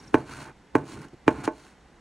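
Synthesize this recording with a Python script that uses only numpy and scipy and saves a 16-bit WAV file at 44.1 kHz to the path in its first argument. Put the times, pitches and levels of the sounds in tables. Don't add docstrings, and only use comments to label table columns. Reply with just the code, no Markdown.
import sys
import numpy as np
from scipy import signal
from scipy.fft import rfft, irfft, next_fast_len
from scipy.io import wavfile

SR = 44100
rng = np.random.default_rng(int(sys.argv[2]) if len(sys.argv) > 2 else 0)


def materialize(psi):
    bounded = np.clip(np.atleast_2d(psi).T, -1, 1)
    quanta = np.round(bounded * 32767).astype(np.int16)
    wavfile.write(sys.argv[1], SR, quanta)


N = 88420
SIZE = next_fast_len(N + SR // 2)
HZ = np.maximum(np.arange(SIZE // 2 + 1) * SR / SIZE, 1)
T = np.arange(N) / SR

# start t/s, end t/s, attack t/s, release t/s,
# rumble level/dB, rasp level/dB, hiss level/dB
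STROKES = [(-.03, 0.159, .02, 0.09, -51.5, -57, -59.5), (0.127, 0.31, 0.0074, 0.14, -38, -50.5, -57),
           (0.244, 0.508, 0.064, 0.085, -47, -45.5, -49.5), (0.394, 0.529, 0.088, 0.038, -45.5, -47, -63),
           (0.74, 0.875, 0.013, 0.048, -38, -55.5, -64), (0.836, 0.991, 0.064, 0.059, -43.5, -50, -49.5),
           (0.928, 1.1, 0.023, 0.073, -42, -53, -59), (1.017, 1.062, 0.0033, 0.026, -55, -48, -56.5),
           (1.127, 1.153, 0.013, 0.011, -42.5, -62, -67), (1.263, 1.427, 0.0084, 0.024, -39.5, -47.5, -58),
           (1.374, 1.487, .03, .015, -43, -46.5, -56.5), (1.434, 1.469, 0.013, 0.014, -58, -42, -41.5),
           (1.47, 1.767, .11, .11, -61.5, -59, -58.5)]
# f/Hz, level/dB (per Hz)
RUMBLE = [(30, -24), (70, -4), (105, -7), (138, 1), (175, -11), (280, -4), (430, -13), (600, -24.5),
          (1200, -58)]
RASP = [(200, -21.5), (500, -3), (700, -0.5), (890, 6.5), (1250, 3), (1550, 2.5), (1950, -3.5), (2300, -6),
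        (3300, -20), (6000, -34)]
HISS = [(1000, -1), (2800, 5.5), (3400, -0.5), (4300, 1.5), (4750, -2), (5500, -1), (6400, 0.5),
        (7800, -3.5), (9500, -3), (11200, -6), (12500, -14), (16000, -6)]
# f/Hz, width f/Hz, level/dB
COIN_RINGS = [(4140, 85, -2), (4550, 420, -3.5), (6200, 58, -16.5), (7060, 100, -5), (8610, 117, 5)]
# f/Hz, level/dB, t60 t/s
TABLE_MODES = [(136.6, -53.5, 0.31), (207, -66.5, 0.59), (279.6, -50, 0.32), (332.3, -33, 0.096),
               (431.5, -53, 0.046), (619.6, -43, 0.12), (720, -56, 0.12), (882, -41, 0.1),
               (1069, -42.5, 0.086), (1433, -50.5, 0.067), (1518, -51, 0.16), (2174, -47, 0.049),
               (2355, -37, 0.023), (2765, -47.5, 0.036), (3870, -50.5, 0.045)]
JUDDER_HZ, JUDDER_DB = 95, 1.73
SLIDE_RING_DB, SLIDE_RING_Q = 0, 28


def scraping():
    judder = from_db(JUDDER_DB * rms_one(cut(rng.standard_normal(N), JUDDER_HZ, "low")))

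    power = np.zeros((3, N))
    for start, end, attack, release, rumble_db, rasp_db, hiss_db in STROKES:
        stroke = np.clip(np.minimum((T - start) / attack, (end - T) / release), 0, 1)
        power += (from_db([[rumble_db], [rasp_db], [hiss_db]]) * stroke) ** 2

    rim = 1 + sum(from_db(db) * resonance(hz, width) for hz, width, db in COIN_RINGS)
    modes = sum(resonance(hz, hz / SLIDE_RING_Q) for hz, _, _ in TABLE_MODES)
    table = 1 + from_db(SLIDE_RING_DB) * modes

    bodies = colour(RUMBLE) * table, colour(RASP) * table, colour(HISS) * rim
    scrape = np.zeros(N)
    for level, body in zip(np.sqrt(power), bodies):
        scrape += level * rms_one(through(grains() * judder, body))
    return scrape


GRAINS_PER_S, GRAIN_SPREAD_DB = 7000, 2.4


def grains():
    sizes = from_db(GRAIN_SPREAD_DB * np.minimum(rng.exponential(1, N), 5))
    signs = rng.choice([-1, 1], N)
    return sizes * signs * (rng.random(N) < GRAINS_PER_S / SR)


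# t/s, level/dB
SQUEAKS = [(.003, -53.5), (0.041, -57), (.079, -55)]
SQUEAK_HZ, SQUEAK_WIDTH_HZ = 5540, 620
SQUEAK_S = 0.0061


def squeaks():
    envelope = sum(from_db(db) * np.exp(-((T - s) / SQUEAK_S) ** 2) for s, db in SQUEAKS)
    band = resonance(SQUEAK_HZ, SQUEAK_WIDTH_HZ) ** 2
    return envelope * rms_one(through(rng.standard_normal(N), band))


# t/s, level/dB
SNAPS = [(.783, -50), (.99, -51), (1.016, -47.5), (1.084, -55.5), (1.3063, -45)]


def snaps():
    return splashes(SNAPS, 0.027, HISS)


# t/s, level/dB, hardness f/Hz (low-pass), bass cut f/Hz,
# mode ringing level/dB (on top of the blow), metal tick level/dB, tick top f/Hz
KNOCKS = [(0.1423, 16, 2690, 78, 0.5, -6.5, 17200), (0.7523, 14.5, 2040, 76, -1, -7.5, 14900),
          (1.2787, 16, 3130, 73.5, 1.5, -3.5, 8080), (1.4759, 8, 1520, 253, 5.5, -14, 10030)]
# f/Hz, level/dB
THUD = [(40, -41.5), (80, -11.5), (125, -10), (180, -17), (290, 2.5), (450, -1.5), (600, -16), (950, -9.5),
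        (1250, -17), (1600, -13.5), (2400, -27), (3300, -35), (6000, -45), (9000, -51), (12000, -68)]
# delay t/s, level/dB, top f/Hz
ECHOES = [(.00557, -15.5, 132), (.00708, -14, 6200), (0.0114, -12.5, 6000), (0.0201, -22, 790),
          (.03099, -19.5, 1260), (0.0322, -22.5, 1620), (.03944, -27, 2000)]
THUD_DB = 17


def knocks():
    _, level_db, _, _, ringing_db, *_ = np.transpose(KNOCKS)
    paths = 1
    for delay_s, db, top_hz in ECHOES:
        delay = np.exp(-2j * np.pi * HZ * delay_s)
        paths = paths + from_db(db) * delay / (1 + 1j * HZ / top_hz)
    wave = through(blows(level_db), from_db(THUD_DB) * colour(THUD) * paths)

    drive = blows(level_db + ringing_db)
    ringing = sum(from_db(db) * ring(drive, hz, t60) for hz, db, t60 in TABLE_MODES)
    return wave + ringing


SPREAD_S, SPREAD_HZ = 0.00257, 305.6


def blows(levels_db):
    force = np.zeros(N)
    for db, (s, _, hard_hz, bass_hz, *_) in zip(levels_db, KNOCKS):
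        soft_pulse = cut(click(s), hard_hz, "low")
        force += from_db(db) * cut(soft_pulse, bass_hz, "high")
    spread = np.exp(-4j * np.pi * SPREAD_S * np.sqrt(SPREAD_HZ * HZ))
    return through(-force, spread)


# f/Hz, level/dB
TICK = [(2000, 14), (3750, -11.5), (4400, -10.5), (5900, -1.5), (8000, -7), (10500, -9), (13000, -9.5),
        (16000, -2.5)]
TICK_DB, TICK_T60_S = -17.5, .05


def ticks():
    total = np.zeros(N)
    for s, *_, db, top_hz in KNOCKS:
        splash = splashes([(s, db)], TICK_T60_S, TICK)
        total += cut(splash, top_hz, "low")
    return from_db(TICK_DB) * total


# f/Hz, level/dB
ROOM_COLOUR = [(80, 2), (300, 3.4), (700, 9), (1500, 4.4), (3000, 2.6), (10000, 8.6)]
ROOM_DB, ROOM_T60_S, ROOM_BUILD_S = -21.5, .3, 0.001


def room(x):
    decay = from_db(-60 * T / ROOM_T60_S)
    tail = rng.standard_normal(N) * decay * (1 - np.exp(-T / ROOM_BUILD_S))
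    response = rfft(rms_one(tail) / np.sqrt(N), SIZE)
    return from_db(ROOM_DB) * through(x, response * colour(ROOM_COLOUR))


# f/Hz, level/dB (per Hz)
FLOOR = [(15, -30), (25, -4), (44, -5.5), (66, 0), (81, -14), (207, -7), (301, -12), (558, -15.5),
         (637, -19.5), (749, -14), (1180, -20.5), (2070, -21), (2300, -26), (7890, -36.5), (15000, -50)]
FLOOR_DB = -55.5


def still_room():
    noise = rng.standard_normal((2, N))
    return from_db(FLOOR_DB) * rms_one(through(noise, colour(FLOOR)))


# f/Hz, left minus right level/dB, left lead phase/rad
PORTS = [(190, 0, 0), (240, -2.1, -.1), (340, -1.8, -.1), (390, -4, -.1), (460, -2.3, .1), (540, -4.5, .1),
         (610, -.5, .5), (660, -1, -.2), (740, 2.2, -.6), (790, -4.5, -.7), (840, -8.5, 0), (900, -1, .7),
         (960, -1.5, .8), (1050, -3, .1), (1250, -.8, .3), (1400, -1.8, 0), (1900, -.3, .04),
         (3500, 0, .12), (7300, 0, -.1), (9000, 0, -1.1), (10400, 0, -1.7), (12500, 0, -2.7),
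         (14000, 0, -2.85)]
PORT_HZ, PORT_WIDTH_HZ = 5020, 300


def ports(x):
    level = from_db(over_hz([(hz, db) for hz, db, _ in PORTS]) / 2)
    turn = np.exp(.5j * over_hz([(hz, radians) for hz, _, radians in PORTS]))
    all_pass = 1 - 2 * resonance(PORT_HZ, PORT_WIDTH_HZ)
    left = level * turn * all_pass
    right = 1 / (level * turn)
    return through(x, np.array([left, right]))


def splashes(hits, t60, spectrum):
    envelope = sum((T >= s) * from_db(db - 60 * np.maximum(T - s, 0) / t60) for s, db in hits)
    body = colour(spectrum)
    unit_body = body / np.sqrt(np.mean(abs(body) ** 2))
    return through(envelope * rng.standard_normal(N), unit_body)


def click(s):
    return 1. * (np.arange(N) == int(s * SR))


def ring(x, hz, t60):
    radius = 10 ** (-3 / (t60 * SR))
    angle = 2 * np.pi * hz / SR
    feedback = [1, -2 * radius * np.cos(angle), radius ** 2]
    return signal.lfilter([0, np.sin(angle)], feedback, x + 1e-18)


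def resonance(hz, width_hz):
    return 1 / (1 + 1j * (HZ ** 2 - hz ** 2) / (HZ * width_hz))


def from_db(db):
    return 10 ** (np.asarray(db) / 20)


def rms_one(x):
    return x / np.sqrt(np.mean(x ** 2) + 1e-20)


def over_hz(points):
    hz, value = np.transpose(points)
    return np.interp(np.log(HZ), np.log(hz), value)


def through(x, response):
    return irfft(rfft(x, SIZE) * response, SIZE)[..., :N]


def colour(points):
    cepstrum = irfft(np.log(from_db(over_hz(points))), SIZE)[:SIZE // 2]
    return np.exp(rfft(2 * cepstrum, SIZE) - cepstrum[0])


def cut(x, hz, kind, order=2):
    sos = signal.butter(order, np.clip(hz, 10, .45 * SR), kind, fs=SR, output="sos")
    return signal.sosfilt(sos, x + 1e-18)


FLOOR_SIDE_DB = -18.5


def scene():
    thuds = knocks()
    coin = scraping() + squeaks() + snaps() + thuds + ticks() + room(thuds)
    hush, side = still_room()
    opposite = np.array([[1], [-1]])
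    return ports(coin + hush) + from_db(FLOOR_SIDE_DB) * side * opposite


def record(dry):
    top_cut = signal.cheby2(12, 70, 17100, fs=SR, output="sos")
    return signal.sosfilt(top_cut, cut(dry, 28, "high"))


dry = scene()
out = record(dry)
materialize(out)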